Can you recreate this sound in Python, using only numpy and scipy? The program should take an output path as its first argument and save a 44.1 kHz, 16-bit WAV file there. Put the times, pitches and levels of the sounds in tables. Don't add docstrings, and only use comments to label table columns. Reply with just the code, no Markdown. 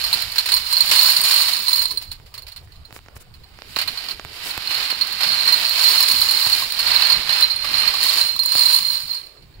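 import sys
import numpy as np
from scipy import signal
from scipy.io import wavfile
from scipy.ndimage import uniform_filter1d

SR = 44100
rng = np.random.default_rng(int(sys.argv[2]) if len(sys.argv) > 2 else 0)


def digitize_waveform(pressure):
    field = np.atleast_2d(pressure).T
    bounded = np.clip(field, -1, 1)
    quanta = np.round(bounded * 32767).astype(np.int16)
    wavfile.write(sys.argv[1], SR, quanta)


def convert_level_to_amplitude(level_db):
    exponent = np.asarray(level_db, float) / 20
    return 10 ** exponent


N = 423360
TIME = np.arange(N) / SR
HZ = np.fft.rfftfreq(4096, 1 / SR)

# [t/s, blow level/dB, crunch of film level/dB]
STIRRING = [(.0393, -14.5, -33), (.0627, -19, -27), (.1286, -5, -31), (.3176, -23.5, -23),
            (.3581, -23, -12.5), (.3813, -9, -21), (.458, -20, -15.5), (.4878, -20.5, -11),
            (.5179, -10.5, -21.5), (.538, -8, -48), (.5643, -11, -24), (.712, -26, -17),
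            (.7263, -13.5, -21.5), (.7672, -13, -25), (.8056, -7.5, -28), (.9133, -16, -6.5),
            (1.0796, -17, -43), (1.1651, -11.5, -20), (1.247, -16.5, -12.5), (1.3083, -19, -8.5),
            (1.4837, -14.5, -16), (1.6821, -12.5, -24), (1.8145, -17.5, -17), (1.9072, -18.5, -24.5),
            (1.972, -24, -25)]
SETTLING = [(2.013, -33, -16), (2.0222, -30.5, -20), (2.115, -26.5, -20), (2.261, -51, -5),
            (2.3399, -32, -14.5), (2.378, -29.5, -21), (2.4205, -35, -26), (2.467, -41, -8),
            (2.482, -34.5, -17.5), (2.5187, -36.5, -17), (2.5615, -32, -17), (2.72, -45.5, -15),
            (2.757, -50, -12), (2.85, -40, -26), (3.3393, -41.5, -18), (3.435, -46.5, -15),
            (3.7612, -18, -15.5), (3.7868, -17.5, -11.5), (3.813, -18, -14), (3.8754, -17.5, -16.5),
            (3.974, -26, -22), (4.0417, -30, -16), (4.0853, -25, -11), (4.108, -21.5, -20),
            (9.1994, -51, -16), (9.262, -39, -29), (9.42, -48, -13), (9.549, -53, -12)]
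GATHERING = [(4.507, -23.5, -30), (4.672, -21, -29), (4.7078, -25, -6.5), (4.799, -24, -20),
             (4.901, -11.5, -22.5), (5.011, -10, -27.5), (5.206, -26.5, -2.5), (5.23, -13.5, -14),
             (5.3305, -15, -23), (5.4784, -13, -13.5), (5.525, -5, -28), (5.799, -28, -34),
             (5.832, -18, -20), (5.8882, -9, -33), (5.988, -19.5, -11.5), (6.0032, -6.5, -27),
             (6.026, -6.5, -24), (6.0826, -10, -22), (6.1128, -6.5, -27), (6.2154, -7.5, -37),
             (6.3101, -8.5, -27), (6.5194, -34, -36)]
HAULING = [(6.7905, -8.5, -25), (6.9424, -13.5, -18), (7, -22, -12), (7.0962, -19, -18), (7.1204, -8, -29),
           (7.292, -18.5, -12.5), (7.324, -13, -20), (7.409, -32, -27), (7.426, -11, -40),
           (7.508, -15.5, -26), (7.6453, -21, -10.5), (7.7377, -27, -28), (7.876, -12, -17),
           (7.939, -14.5, -22), (8.0293, -13, -17), (8.094, -20, -19), (8.2127, -17.5, -47),
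           (8.3905, -15, -32), (8.5188, -15, -23), (8.568, -20, -19), (8.613, -25, -15),
           (8.6558, -11.5, -27), (8.951, -43, -36)]
JOLTS = STIRRING + SETTLING + GATHERING + HAULING
# [f/Hz, spread between tubes/Hz, t60/s]
TUBE_MODES = [(1065, 45, .028), (4180, 22, .07), (4320, 110, .016), (4700, 260, .009), (7020, 90, .025),
              (8740, 110, .025), (9625, 40, .045), (10080, 120, .02), (11930, 130, .025), (12830, 70, .03),
              (14860, 90, .03), (15715, 35, .04), (6300, 400, .004), (7700, 450, .004), (10900, 550, .004),
              (12400, 250, .005), (15300, 250, .005)]
# [t/s, brightness level/dB]
FACING = [(0.0, 1), (.9, 4.5), (1.3, 5), (2.1, 3.5), (2.5, 1), (3.8, -2.5), (4.4, -2.5), (5.0, -3.5),
          (5.45, -3), (5.9, 3), (6.7, 3), (6.95, -5), (7.9, -3), (8.1, 2.5), (9.0, 5), (9.6, -6)]


def evened(x):
    return x / np.sqrt(np.mean(x ** 2) + 1e-20)


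def read(points, hz):
    f, value = np.transpose(points)
    return np.interp(np.log(hz + 1), np.log(f + 1), value)


def add(mix, s, sound):
    part = mix[:, round(s * SR):][:, :sound.shape[1]]
    part += sound[:, :part.shape[1]]


def causal(db, size=1024):
    log_gain = np.log(convert_level_to_amplitude(np.r_[db, db[-2:0:-1]]))
    return np.fft.ifft(np.exp(np.conj(signal.hilbert(log_gain)))).real[:size]


def brightness_db(t):
    return np.interp(t, *np.transpose(FACING))


def effort_db(glass):
    # [full effort from t/s, held for/s, film crackle level/dB, glass rattle level/dB]
    strokes = [(0.0, 0.22, -32.5, -32), (0.389, 0.0043, -41, -45), (.53, 0.0091, -33, -44),
               (.72, 0.035, -35.5, -24.5), (0.954, 0.15, -26.5, -16), (1.288, 0.13, -28.5, -17.5),
               (1.52, 0.037, -34, -24), (1.72, 0.06, -35, -18.5), (2.0, 0.092, -61, -49),
               (2.94, 0.081, -64, -73), (3.5, .2, -79, -78), (3.792, 0.087, -44, -54),
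               (3.95, 0.11, -38.5, -39), (4.2, 0.095, -71, -67), (4.452, 0.088, -35, -55),
               (4.749, 0.1, -29, -26), (4.98, 0.13, -35, -32), (5.252, .4, -28.5, -22.5),
               (5.799, 0.16, -26, -17.5), (6.102, .5, -30, -21), (6.896, 0.23, -25, -18),
               (7.349, 0.073, -26, -21), (7.75, 0.12, -27.5, -25), (8.04, 0.16, -28, -18.5),
               (8.598, 0.16, -31.5, -17), (8.92, 0.025, -39, -24), (9.138, 0.0047, -44.5, -31),
               (9.29, 0.015, -76, -58)]
    start, held, film_db, glass_db = np.array(strokes).T[:, :, None]
    swell_s, ease_s = (0.15 * 0.93, 0.1) if glass else (0.15, 0.1)
    peak_db, steepness, rest_db = (glass_db, 1.29, -77) if glass else (film_db, 1.0, -64.5)
    t = np.arange(0, N + 256, 128) / SR
    before = np.maximum(start - t, 0) / swell_s
    after = np.maximum(t - start - held, 0) / ease_s
    fall_db = 10 * steepness * (before + after) ** 0.94
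    power = convert_level_to_amplitude(2 * (peak_db - fall_db)).sum(0) + convert_level_to_amplitude(2 * rest_db)
    return np.interp(TIME, t, 10 * np.log10(power))


def air():
    # [f/Hz, level per Hz/dB]
    air_spectrum = [(12, -52), (25, -4), (50, 3), (75, -2), (146, -5.5), (234, -12), (388, -12), (542, -17),
                    (660, -17.5), (2670, -29.5), (4300, -51), (6720, -33.5), (12100, -43), (16000, -29)]
    # [f/Hz, likeness 0 to 1]
    coherence = [(30, .92), (60, .8), (125, .66), (240, .55), (950, .3), (15000, 0.0)]
    # [t/s, level/dB]
    tremor = [(0.0, -49.5), (1.7, -54), (2.2, -50.5), (4.5, -52.5), (5.099, -54), (7.7, -49.5),
              (8.4, -56.5), (9.5, -57.5), (9.6, -45)]
    frames, hz = N // 256 + 5, np.fft.rfftfreq(1024, 1 / SR)
    a, b, c, d, patches = rng.standard_normal((frames, 513, 5)).T
    patches = evened(uniform_filter1d(uniform_filter1d(patches, 8, 0), 12, 1))
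    same = np.clip(read(coherence, hz), -1, 1)[:, None]
    left = a + 1j * b
    right = same * left + np.sqrt(1 - same ** 2) * (c + 1j * d)
    when = np.arange(frames) * 256 / SR
    rumble_db = np.interp(when, *np.transpose(tremor)) + 54.5
    grip_db = 2.0 + 0.34 * (np.interp(when - .012, TIME, effort_db(glass=0)) + 37.0)
    low = np.exp(-(hz / 130) ** 4)[:, None]
    grip = np.exp(-np.log((hz + 1) / 230) ** 2 / .5)[:, None]
    lift_db = low * rumble_db + (1 - low) * grip * grip_db
    level_db = read(air_spectrum, hz)[:, None] + (4.5 - 2.5 * low) * patches + lift_db
    z = np.array([left, right]) * convert_level_to_amplitude(level_db)
    return convert_level_to_amplitude(6.5) * signal.istft(z, nperseg=1024, noverlap=768)[1][:, :N] / 1024


def room(x, t60=0.052, count=500, size=4):
    out, turn = np.zeros_like(x), TIME * 3
    for k in range(size):
        taps = np.zeros((2, 22 * count + 100))
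        at = 90 + 22 * np.arange(count) + rng.integers(0, 22, (2, count))
        echoes = rng.choice([-1., 1.], at.shape) * convert_level_to_amplitude(-60 * at / SR / t60)
        np.put_along_axis(taps, at, echoes, 1)
        share = np.cos(np.pi / 2 * np.clip(abs((turn - k) % size - 1), 0, 1))
        out += signal.oaconvolve(x * share, taps / np.linalg.norm(taps[0]), axes=1)[:, :N]
    return out


def sleeve():
    # [t/s, length/s, level/dB]
    brushes = [
        (2.62, 0.051, -55),
        (2.92, 0.079, -42.5),
        (3.148, 0.039, -42),
        (3.192, 0.046, -44),
        (3.649, 0.18, -44),
        (4.311, 0.088, -43),
        (4.415, 0.12, -30),
    ]
    out = np.zeros((2, N))
    for s, length, db in brushes:
        shape = signal.windows.tukey(round(length * SR), .8)
        add(out, s, convert_level_to_amplitude(db) * shape * rng.standard_normal((2, 8000))[:, :len(shape)])
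    return out


def handling():
    # [t/s, tick level/dB, thump level/dB, nail snap level/dB]
    touches = [(2.196, -35, -40, -13), (2.377, -32, -59, 3), (2.671, -39.5, -50, -30),
               (2.904, -31, -49, -26), (2.923, -27, -36, -3), (2.956, -37, -56, -5),
               (2.96, -23.5, -43, -25), (2.987, -30, -50, -18), (3.058, -35, -43, -21),
               (3.081, -29, -43, -32), (3.162, -28, -38, -22), (3.538, -40, -65, -47),
               (3.585, -28, -55, -48), (3.617, -21.5, -57, -30), (3.7637, -9, -37, -23),
               (4.193, -17.5, -47, -31), (4.246, -19.5, -31, -9), (4.574, -11, -30.5, 4),
               (4.923, -15, -48, -16), (6.463, -13, -29.5, -17), (8.55, -10, -32, -10),
               (9.369, -37, -64, -30)]
    # [f/Hz, level/dB]
    case_spectrum = [(100, -2), (300, 10.5), (700, 6.5), (1500, 0), (3000, -4.5), (5000, -5), (8000, -16),
                     (16000, -78)]
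    out, t = np.zeros((2, N)), np.arange(1024) / SR
    tick = causal(read(case_spectrum, HZ))
    push = np.sin(2 * np.pi * 110 * t) * np.exp(-t / 0.0042) * (1 - np.exp(-t / 0.0028))
    for (s, db, thump_db, snap_db), spot in zip(touches, rng.random(len(touches))):
        tone = np.sin(2 * np.pi * 400 * 4 ** spot * t) * np.exp(-t / 0.0026)
        knock = tick / abs(tick).max() - 0.17 * tone
        knock[:3] += convert_level_to_amplitude(np.minimum(snap_db, -2) - 2) * np.array([1, -2, 1])
        lift = round(6 + 5 * spot)
        knock[lift:] -= .7 * knock[:-lift].copy()
        sides = convert_level_to_amplitude([[-1.5], [1.5]])
        add(out, s + 0.0035, convert_level_to_amplitude(db + 4.5) * knock * sides + convert_level_to_amplitude(thump_db + 9.5) * push)
    return out


def film(count=10, per_s=4000., spread_db=1.5):
    # [f/Hz, level/dB]
    film_spectrum = [(200, -20.5), (400, -14), (800, -4), (1100, -2), (2000, 3), (3000, 6), (3400, 5),
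                     (4600, 8.5), (5800, -4.5), (8000, -8.5), (12000, -9), (13700, -1), (16000, -17.5)]
    size = convert_level_to_amplitude(spread_db * np.minimum(rng.exponential(1, N), 5))
    snap = size * (rng.random(N) < per_s / SR) * rng.choice([-1, 1], N)
    patch, out = rng.integers(0, count, N), np.zeros((2, N))
    for k in range(count):
        delays = [(k - count // 2) * side * 4 // count * 2 for side in (1, -1)]
        out += [np.roll(snap * (patch == k), delay) for delay in delays]
    power = convert_level_to_amplitude(2 * (effort_db(glass=0) + 1.0))[None]
    t = np.arange(3000) / SR
    for s, db, crunch_db in JOLTS:
        add(power, s, convert_level_to_amplitude(2 * (db + crunch_db + 6.0 - 60 * t / 0.16))[None])
    colour = causal(read(film_spectrum, HZ))[None]
    out = signal.oaconvolve(evened(out) * np.sqrt(power), colour)[:, :N]
    dull = signal.sosfilt(signal.butter(2, 5500, fs=SR, output="sos"), out)
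    body = signal.sosfilt(signal.butter(2, [1300, 2900], "band", fs=SR, output="sos"), colour)
    return (dull + (out - dull) * convert_level_to_amplitude(0.77 * brightness_db(TIME))) / np.linalg.norm(body)


def rolling(count=4):
    # [t/s, length/s, level/dB]
    rolls = [
        (7.45, 0.29, -25.5),
        (7.755, 0.07, -18),
        (8.232, 0.075, -13.5),
        (8.385, 0.12, -17.5),
        (8.62, 0.36, -23.5),
        (9.084, 0.079, -25),
    ]
    t60, per_s = 0.31, 98
    out, t, gate = np.zeros((2, N)), np.arange(6000) / SR, np.zeros((1, N))
    for s, length, db in rolls:
        add(gate, s, convert_level_to_amplitude(db) * np.ones((1, round(length * SR))))
    for detune, phase in rng.standard_normal((count, 2)):
        taps = gate * (rng.random(N) < per_s / count / SR) * rng.uniform(0.69, 1, N)
        turn = 2 * np.pi * (4200 + 14 * detune) * t + np.c_[[0, phase]]
        overtones = convert_level_to_amplitude(-21.0) * (np.sin(2.3 * turn) + np.sin(2.86 * turn)) * convert_level_to_amplitude(-90 * t / t60)
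        ring = (np.sin(turn) + overtones) * convert_level_to_amplitude(-60 * t / t60)
        out += signal.oaconvolve(taps, ring, axes=1)[:, :N]
    return out


def pings():
    # [t/s, level/dB, f/Hz]
    notes_of_air = [
        (0.9333, -23, 1050),
        (6.622, -21, 1060),
        (7.642, -23, 1165),
        (7.837, -23, 1200),
        (7.9388, -21.5, 1150),
        (8.576, -27, 1180),
    ]
    out, t = np.zeros((2, N)), np.arange(4000) / SR
    for s, db, hz in notes_of_air:
        fade = convert_level_to_amplitude(db + 0.5 - 60 * t / 0.064) * (1 - np.exp(-t / 0.00098))
        add(out, s, fade[None] * np.sin(2 * np.pi * hz * t))
    return out


def tube(draw, uneven_db=3.5):
    mode_db = [-15.5, -1, 7.5, 2.5, -14, -13.5, -14, -12, -7.5, -22, -10.5, -12, -25.5, -10, -16, -17, -19]
    hz, spread, t60 = np.transpose(TUBE_MODES)[:, :, None]
    hz = hz + spread * draw[0]
    t = np.arange(2400) / SR
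    damping = np.exp(.35 * draw[2])
    level_db = np.c_[mode_db] + uneven_db * draw[1] * np.minimum(hz / 4000, 1)
    fade = convert_level_to_amplitude(level_db - 60 * t / (t60 * damping)) * (1 - np.exp(-t / 0.00083))
    turns = draw[3], draw[3] + draw[4] * np.minimum(hz / 6000, 1)
    modes = np.array([fade * np.sin(2 * np.pi * (hz * t + turn)) for turn in turns])
    return np.array([modes[:, :4].sum(1), modes[:, 4:].sum(1)])


def tube_draws(count):
    return rng.standard_normal((count, 5, len(TUBE_MODES), 1))


def glints():
    # [t/s, level/dB, share of oval mode level/dB]
    rim_touches = [(0.2204, -14, 4), (0.36, -28, -1), (0.6539, -30, -3), (0.8355, -21, -3),
                   (0.8579, -16, -7), (0.8869, -30, -12), (1.213, -6, -8), (1.2376, -5, -3),
                   (1.593, -16, 2), (1.7599, -10.5, 4), (1.825, -9, -3), (1.8552, -11, 9),
                   (5.0704, -22, -3), (5.1253, -18, 2), (5.187, -33, 0), (5.5224, -12, -3),
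                   (5.6935, -10, 5), (6.3086, -10, -1), (6.5665, -20, -3), (6.721, -12, 2),
                   (7.0693, -17, -1), (7.408, -9, -8), (7.56, -15.5, 5), (7.6331, -23, -8),
                   (8.0363, -7, -8), (8.362, -18, 8), (8.434, -13, 2), (8.4588, -4.5, -2)]
    out = np.zeros((2, N))
    for (s, db, oval_db), draw in zip(rim_touches, tube_draws(len(rim_touches))):
        low, high = tube(draw) * convert_level_to_amplitude(-60 * np.arange(2400) / SR / 0.071)
        add(out, s, convert_level_to_amplitude(db - 1.5) * (high / abs(high).max() + convert_level_to_amplitude(oval_db) * low / abs(low).max()))
    return out


def rings():
    # [t/s, level/dB, f/Hz, t60/s]
    clear_rings = [(0.4589, -25, 4230, 0.072), (1.681, -7, 4150, 0.089), (1.9076, -18.5, 4100, 0.074),
                   (1.9739, -10, 4190, 0.041), (3.9742, -18, 4190, 0.063), (4.6733, -16, 4280, 0.06),
                   (5.4772, -5, 4200, 0.08), (5.652, -12, 4290, 0.053), (5.8525, -8, 4190, 0.12),
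                   (6.5187, -9, 4190, 0.074), (7.425, 1, 4150, 0.12), (7.5054, -14, 4124, 0.11),
                   (7.739, -8, 4170, 0.066), (8.2118, -5, 4155, 0.15), (8.612, -7, 4210, 0.066),
                   (9.112, -23, 4140, 0.099), (9.1405, -22.5, 4190, 0.063), (9.176, -24, 4200, 0.1),
                   (9.3746, -41, 4200, 0.08), (9.5402, -46, 4260, 0.08), (9.5914, -49, 4300, 0.08)]
    out, t = np.zeros((2, N)), np.arange(5000) / SR
    for (s, db, hz, t60), turn in zip(clear_rings, rng.standard_normal(len(clear_rings))):
        fade = convert_level_to_amplitude(db + 1.0 - 60 * t / np.clip(t60, .015, .3)) * (1 - np.exp(-t / 0.00045))
        add(out, s, fade * np.sin(2 * np.pi * hz * t + np.c_[[0, turn]]))
    return out


def rattle(stock, count=6500):
    lower, upper = np.zeros((2, 2, N))
    for when, which, hard in rng.random((count, 3)):
        low, high = (1 - .99 * hard) ** -.4 * stock[int(which * len(stock))]
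        add(lower, when * N / SR, low)
        add(upper, when * N / SR, high)
    blows = lower + upper * convert_level_to_amplitude(brightness_db(TIME) - 4.5)
    return blows / lower.std() * convert_level_to_amplitude(effort_db(glass=1) + 2.5)


def clinks(stock, count=5):
    out = np.zeros((2, N))
    knocks = rng.random((len(JOLTS), count, 2))
    for (s, db, _), draw, knock in zip(JOLTS, tube_draws(len(JOLTS)), knocks):
        upper_db = -7.5 + 1.22 * brightness_db(s) - 0.22 * max(db, -28.)
        weight = convert_level_to_amplitude(db - 1.0) * np.array([1, convert_level_to_amplitude(upper_db)])[:, None, None]
        add(out, s, (weight * tube(draw, uneven_db=4.0)).sum(0))
        for late, which in knock:
            neighbour = (weight * stock[int(which * len(stock))]).sum(0)
            add(out, s + 0.017 * late, convert_level_to_amplitude(-2.0 - 10. * late) * neighbour)
    return out


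def scene():
    stock = [tube(draw) for draw in tube_draws(150)]
    bag = film() + rolling() + pings() + glints() + rings() + rattle(stock) + clinks(stock)
    return air() + sleeve() + handling() + convert_level_to_amplitude(-11.5) * room(bag) + bag


def roll_off(x):
    return signal.sosfilt(signal.butter(12, 17160, fs=SR, output="sos"), x)


def record(dry):
    # [f/Hz, level/dB]
    port_tilt = [(60, -1), (250, -2.5), (600, -0.5), (1200, -5), (1800, -6), (3000, -12), (4200, -13.5),
                 (5000, -10.5), (5800, 0.5), (7000, 14), (8200, 9.5), (10000, 9), (12000, -1),
                 (15000, -0.5)]
    # [f/Hz, width/Hz, level/dB]
    hollows = [(3370, 130, -5), (6150, 400, -6), (11200, 400, -3), (13650, 520, -14)]
    tilt_db = read(port_tilt, HZ) / 2
    mid_db = 10 * np.log10(np.cosh(tilt_db * np.log(10) / 10))
    for hz, width, db in hollows:
        mid_db = mid_db - db * np.exp(-((HZ - hz) / width) ** 2)
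    ports = np.array([causal(side * tilt_db - mid_db) for side in (1, -1)])
    ports[1] = np.roll(ports[1], 6)
    x = np.tanh(signal.oaconvolve(dry, ports, axes=1)[:, :N] / .9) * .9
    band_limit = signal.firwin(2047, 15770, window=("kaiser", 9), fs=SR)
    return roll_off(signal.oaconvolve(x, band_limit[None], "same"))


dry = scene()
out = record(dry)
digitize_waveform(out)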